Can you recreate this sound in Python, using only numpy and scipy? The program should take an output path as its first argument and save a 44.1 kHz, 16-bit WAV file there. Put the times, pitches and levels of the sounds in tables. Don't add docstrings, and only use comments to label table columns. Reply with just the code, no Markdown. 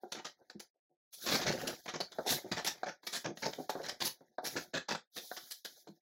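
import sys
import numpy as np
from scipy import signal
from scipy.fft import rfft, irfft, next_fast_len
from scipy.io import wavfile
from scipy.ndimage import uniform_filter1d, map_coordinates

SR = 44100
rng = np.random.default_rng(int(sys.argv[2]) if len(sys.argv) > 2 else 0)


def bounce(signal):
    frames = np.transpose(np.atleast_2d(signal))
    limited = np.clip(frames, -1, 1)
    pcm = np.round(limited * 32767).astype(np.int16)
    wavfile.write(sys.argv[1], SR, pcm)


N = 265041
LEAD_S = .02


def amp(db):
    return 10 ** (np.asarray(db) / 20)


def unit(x):
    return x / np.sqrt(np.mean(x ** 2) + 1e-20)


def along(points, hz):
    point_hz, values = np.transpose(points)
    return np.interp(np.log(hz + 1), np.log(point_hz), values)


def coloured(x, level_db, size=2048):
    log_gain = np.log(amp(level_db(np.fft.rfftfreq(size, 1 / SR))) + 1e-6)
    cepstrum = irfft(log_gain)
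    cepstrum[1:size // 2] *= 2
    cepstrum[size // 2 + 1:] = 0
    impulse_response = irfft(np.exp(rfft(cepstrum)))
    return signal.fftconvolve(x, impulse_response)


def filtered(x, response):
    size = next_fast_len(N + SR // 2)
    return irfft(rfft(x, size) * response(np.fft.rfftfreq(size, 1 / SR)), size)[..., :N]


def add(track, start_s, x):
    rest = track[max(round(start_s * SR), 0):]
    rest[:len(x)] += x[:len(rest)]


def slips(count, per_second, spread_db):
    happens = rng.random(count) < per_second / SR
    sizes = amp(spread_db * rng.standard_normal(count))
    return unit(happens * rng.choice([-1, 1], count) * sizes)


def stroke(length_s, rise, release_s):
    t = np.arange(int((LEAD_S + length_s + 6 * release_s) * SR)) / SR - LEAD_S
    swell = (1 + np.tanh(t / (rise * length_s) - .5)) / 2
    return swell * np.exp(-np.maximum(t - length_s, 0) / release_s)


def facet_colour(depth_db, count=24):
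    db = depth_db * rng.uniform(-0.72, 1, count)
    mean_power_db = 10 * np.log10(np.mean(amp(db) ** 2))
    return np.transpose([np.geomspace(500, 16000, count), db - mean_power_db])


def crinkle(length_s, db, slack, facets=4):
    # frequency in Hz, level in dB.
    paper_spectrum = [(40, -3.5), (100, 0), (160, 14), (750, 11), (1150, 7.5), (1700, 13), (2700, 4.5),
                      (3900, 9), (6000, 6), (8000, 1.5), (10500, 9), (15500, 0.5)]
    body_db = np.interp(slack, [0, 1], [-16.5, 10.9])
    rasp_db = np.interp(slack, [0, 1], [-13, 7])
    air_db = np.interp(slack, [0, 1], [0.91, -40.5])
    bass_db = body_db + 0.52 * (db + body_db + 39.0)
    tone = [(170, bass_db), (500, body_db), (1250, rasp_db), (2100, rasp_db),
            (3400, 0.00068), (6500, 0), (10500, air_db)]

    pressure = stroke(length_s, rise=.02 + 0.23 * (1 - slack) ** 2, release_s=0.0052)
    t = np.arange(len(pressure)) / SR
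    knots = t * 150
    jerks = np.tanh(map_coordinates(rng.standard_normal(int(knots[-1]) + 4), [knots]))
    pressure = pressure * amp(5 * slack * jerks)
    grains = pressure * slips(len(pressure), per_second=7000, spread_db=4.5)

    turn = rng.integers(facets, size=len(pressure))[(t / .003).astype(int)]
    burst = 0
    for k in range(facets):
        facet = facet_colour(depth_db=10.0)
        level_db = lambda hz: along(paper_spectrum, hz) + along(tone, hz) + along(facet, hz)
        burst = burst + coloured(grains * (turn == k), level_db)
    return amp(db) * in_room(burst, wet_db=-7.0)


def crinkles(rows):
    out = np.zeros(N)
    for start_s, length_s, db, slack in rows:
        add(out, start_s - LEAD_S, crinkle(length_s, db, slack))
    return out


def strays(scrape_db, per_second=24, length_s=.002, offset_db=-4.5, spread_db=4.5, slack=.48):
    rows = []
    for when, size in rng.random((int(per_second * N / SR), 2)):
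        db = scrape_db[int(when * N)] + offset_db + spread_db * (2 * size - 1)
        rows.append((when * N / SR, length_s, db, slack))
    return rows


def panel(push, centre_hz, skirt_db):
    # frequency in Hz, level in dB.
    panel_spectrum = [(40, 9), (110, 4), (170, 3.5), (480, -2.5), (740, 0), (1080, -8), (1550, 2),
                      (2200, -16), (2800, -28), (4000, 8.5), (9000, -17.5)]

    def level_db(hz):
        octaves = np.log2((hz + 1) / centre_hz)
        return along(panel_spectrum, hz) - skirt_db * (np.hypot(1, octaves) - 1)

    x = coloured(push, level_db)
    return x / np.linalg.norm(x) * np.sqrt(SR / 100)


def pops(swell_s=0.00087, flutter_cycles=7.1):
    # moment in seconds, level in dB, centre in Hz.
    pop_rows = [(0.5, -51, 2000), (2.003, -36.5, 573), (2.186, -32.5, 484), (2.833, -35, 860),
                (3.254, -37.5, 385), (3.458, -33.5, 395), (3.6953, -34, 700), (3.753, -38, 477),
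                (4.208, -57, 380), (4.384, -36.5, 620), (4.555, -38.5, 327), (4.9496, -38, 980),
                (5.3153, -41, 920), (5.872, -53, 540)]
    out = np.zeros(N)
    t = np.arange(SR // 10) / SR - LEAD_S
    for start_s, db, centre_hz in pop_rows:
        flutter_s = flutter_cycles / centre_hz
        envelope = np.exp(np.minimum(t / swell_s, -t / flutter_s))
        push = 0.096 * rng.standard_normal(len(t)) * envelope
        push[round(LEAD_S * SR)] += 1
        pop = in_room(panel(push, centre_hz, skirt_db=15.5), wet_db=-13.5)
        add(out, start_s - LEAD_S, amp(db) * pop)
    return out


def flaps():
    # start in seconds, length in seconds, level in dB, centre in Hz.
    flap_rows = [(.033, 0.0065, -44, 511), (0.391, 0.036, -64.5, 550), (0.543, 0.018, -47.5, 234),
                 (0.74, .03, -82.5, 500), (0.896, 0.03, -75, 404), (1.43, 0.095, -38.5, 159),
                 (1.602, 0.097, -40, 344), (2.252, 0.031, -36.5, 497), (2.379, 0.0061, -49.5, 473),
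                 (2.442, 0.021, -42.5, 343), (2.511, 0.011, -40.5, 180), (2.86, 0.024, -45, 700),
                 (3.273, 0.039, -38.5, 324), (3.577, 0.031, -38, 393), (3.796, 0.012, -41, 456),
                 (4.429, .022, -44, 533), (5.88, 0.023, -50, 232)]
    out = np.zeros(N)
    for start_s, length_s, db, centre_hz in flap_rows:
        pressure = stroke(length_s, rise=0.21, release_s=0.0031)
        push = pressure * slips(len(pressure), per_second=900, spread_db=3)
        flap = in_room(panel(push, centre_hz, skirt_db=25), wet_db=-6)
        add(out, start_s - LEAD_S, amp(db) * flap)
    return out


def drag_levels(attack_s=.017, sag_db_per_s=14, release_db_per_s=257):
    # time in seconds, scrape level in dB, hiss level in dB.
    turn_rows = [(1.109, -100, -84), (1.171, -73, -59.5), (1.22, -55, -47), (1.36, -45, -41.5),
                 (1.45, -37, -53.5), (1.62, -41.5, -51), (1.73, -46.5, -53), (1.83, -78, -66.5),
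                 (1.9, -64, -60)]
    # start in seconds, length in seconds, hiss level in dB,
    # weight (scrape over hiss) in dB.
    rub_rows = [(0, 0.31, -72.5, -1.5), (0.351, 0.29, -81.5, 3.5), (1.872, 0.28, -72, 6),
                (2.134, 0.23, -61.5, 2), (2.282, 0.074, -38.5, -4), (2.433, 0.35, -61.5, 9),
                (2.78, 0.17, -72.5, 6), (3.025, 0.2, -60, -6), (3.355, 0.29, -56.5, -5),
                (3.719, 0.21, -61, 9.5), (4.005, 0.052, -44.5, -2), (4.172, 0.18, -79, 3.5),
                (4.43, .2, -51.5, -4), (5.128, 0.35, -54, -12), (5.485, 0.11, -62.5, -27),
                (5.663, 0.14, -60.5, -10.5), (5.831, 0.14, -77.5, -2.5)]
    t = np.arange(N) / SR
    turn_s, *turn_db = np.transpose(turn_rows)
    gains = amp([np.interp(t, turn_s, db, left=-120, right=-120) for db in turn_db])
    for start_s, length_s, hiss_db, weight_db in rub_rows:
        age_s = t - start_s
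        sag_db = sag_db_per_s * np.maximum(age_s, 0)
        release_db = release_db_per_s * np.maximum(age_s - length_s, 0)
        attack = (1 + np.tanh(age_s / attack_s - 1)) / 2
        rub = attack * amp(hiss_db - sag_db - release_db)
        gains = np.hypot(gains, [rub * amp(weight_db), rub])
    return 20 * np.log10(gains)


def patchy(x, depth_db):
    z = signal.stft(x, nperseg=512)[2]
    field = uniform_filter1d(rng.standard_normal(z.shape), size=7, axis=0)
    field = uniform_filter1d(field, size=4, axis=1)
    return unit(signal.istft(z * amp(depth_db * unit(field)), nperseg=512)[1][:N])


def sliding(scrape_db, hiss_db):
    # frequency in Hz, level in dB.
    scrape_spectrum = [(30, -8.5), (100, -14), (165, -4.5), (700, -3), (1100, -17), (1700, -6), (2800, -20),
                       (6000, -36.5)]
    hiss_spectrum = [(800, -44), (2700, -8), (3800, 5), (6500, 4), (9000, -15), (15500, -11.5)]
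    air_spectrum = [(6000, -34), (9800, -0.5), (15500, -0.5)]
    knots = np.arange(N) / SR * 45
    grip_db = 2.2 * map_coordinates(rng.standard_normal(int(knots[-1]) + 4), [knots])

    scrape = coloured(slips(N, per_second=1600, spread_db=2), lambda hz: along(scrape_spectrum, hz))
    hiss = coloured(slips(N, per_second=5400, spread_db=1), lambda hz: along(hiss_spectrum, hz))
    air = coloured(rng.standard_normal(N), lambda hz: along(air_spectrum, hz))
    air_db = hiss_db + np.minimum(0.24 * (hiss_db - scrape_db) - 2, 2)

    drag = patchy(scrape, depth_db=6.0) * amp(scrape_db + grip_db)
    drag += patchy(hiss, depth_db=2) * amp(hiss_db + grip_db / 2)
    drag += patchy(air, depth_db=2.5) * amp(air_db + grip_db)
    return amp(-2) * in_room(drag, wet_db=-15.5)[:N]


def room_modes(paper):
    # frequency in Hz, width in Hz, boost in dB.
    resonances = [(160, 31, 2.5), (353.6, 17, 5), (540, 68, 3), (736.6, 23, 6.5), (878.5, 21, 5.5)]

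    def response(hz):
        total = 1
        for centre_hz, width_hz, boost_db in resonances:
            damping = 1j * hz * width_hz
            total = total + (amp(boost_db) - 1) * damping / (centre_hz ** 2 - hz ** 2 + damping)
        return total

    return filtered(paper, response)


def in_room(x, wet_db, echo=0.15, echo_delay_s=.0078):
    # frequency in Hz, t60 in seconds.
    decay = [(150, 0.11), (1000, 0.14), (4000, 0.15), (15000, 0.13)]
    hz, t, z = signal.stft(rng.standard_normal(SR // 3), SR, nperseg=256)
    tail = signal.istft(z * amp(-60 * t / along(decay, hz)[:, None]), SR, nperseg=256)[1]
    tail *= 1 - np.exp(-np.arange(len(tail)) / SR / 0.02)
    answer = amp(wet_db) * tail / np.linalg.norm(tail)
    answer[0] += 1
    wall = rng.standard_normal(SR // 500) * np.exp(-np.arange(SR // 500) / 20)
    delay = round(echo_delay_s * rng.uniform(.9, 1.1) * SR)
    answer[delay:][:len(wall)] += echo * wall / np.linalg.norm(wall)
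    return signal.fftconvolve(x, answer)


def suppress(x, most_db=-20):
    # frequency in Hz, level in dB of an equally dense white noise.
    threshold = [(750, -82.5), (1150, -66.5), (1600, -80.5), (2100, -84.5), (2750, -54.5), (3400, -76.5),
                 (8100, -75.5), (8700, -28.5), (9300, -81)]
    hz, _, z = signal.stft(x, SR, nperseg=512)
    power = np.abs(uniform_filter1d(np.abs(z) ** 2, size=3, axis=1)) * 512 / 1.5
    gain = power / (power + amp(along(threshold, hz))[:, None] ** 2)
    return signal.istft(z * np.maximum(gain, amp(most_db)), SR, nperseg=512)[1][:, :N]


def scene():
    # start in seconds, length in seconds, level in dB,
    # slack from 0 (taut and airy) to 1 (loose and hollow).
    crinkle_rows = [(.119, 0.011, -40, 0.36), (.147, 0.053, -55, 0.84), (.246, 0.023, -45.5, 0.55),
                    (.498, 0.014, -57, 0.54), (.596, 0.0096, -46, 0.27), (1.128, 0.022, -52.5, 0),
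                    (1.259, 0.045, -36, 0.5), (1.311, 0.05, -32.5, 0.49), (1.412, 0.029, -40.5, .6),
                    (1.46, 0.038, -39.5, .53), (1.672, 0.0097, -36, 0.23), (1.858, 0.0086, -51.5, 0.66),
                    (1.879, 0.021, -45, 0.64), (1.937, 0.026, -49, 0.86), (2.003, 0.01, -37, 0.4),
                    (2.116, .015, -52, 0.44), (2.264, 0.049, -35, 0.26), (2.296, 0.037, -35.5, 0.073),
                    (2.515, .016, -39, 0.6), (2.565, 0.032, -42, 0.64), (2.646, 0.0084, -35.5, 0.32),
                    (2.662, .024, -32.5, 0.33), (2.832, 0.013, -51.5, .72), (2.86, 0.036, -49.5, 0.8),
                    (3.031, 0.0085, -58.5, 0.75), (3.067, 0.012, -38.5, 0.31), (3.125, 0.05, -38.5, 0.29),
                    (3.243, 0.023, -47, 0.87), (3.372, 0.006, -50, 0.59), (3.422, 0.046, -42, 0.62),
                    (3.529, 0.012, -50.5, 0.57), (3.693, 0.012, -39, 0.28), (3.832, 0.038, -45.5, 0.44),
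                    (3.884, 0.014, -39, 0.49), (4.004, 0.02, -37.5, 0.43), (4.044, 0.034, -35.5, 0.15),
                    (4.445, 0.038, -39, 0.21), (4.562, 0.02, -38, 0.57), (4.735, 0.046, -41.5, 0.68),
                    (4.885, .045, -39.5, 0.58), (4.949, 0.0061, -41, 0.56), (5.163, .024, -41.5, 0.31),
                    (5.365, 0.017, -46, 0.4), (5.507, 0.017, -43.5, 0.039), (5.647, 0.014, -42, 0.26),
                    (5.871, 0.017, -64.5, 0.49)]
    scrape_db, hiss_db = drag_levels()
    paper = crinkles(crinkle_rows) + pops() + flaps()
    paper += sliding(scrape_db, hiss_db) + crinkles(strays(scrape_db))
    return room_modes(paper)[None]


def record(dry, notch_hz=8700, notch_width_hz=300, notch_db=9, bass_cut_hz=44, top_hz=15850):
    def microphone(hz):
        dip = amp(-notch_db / (1 + ((hz - notch_hz) / notch_width_hz) ** 2))
        return dip * (1j * hz / (1j * hz + bass_cut_hz)) ** 2

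    heard = suppress(filtered(dry, microphone))
    return filtered(heard, lambda hz: (1 - np.tanh((hz - top_hz) / 40)) / 2)


dry = scene()
out = record(dry)
bounce(out)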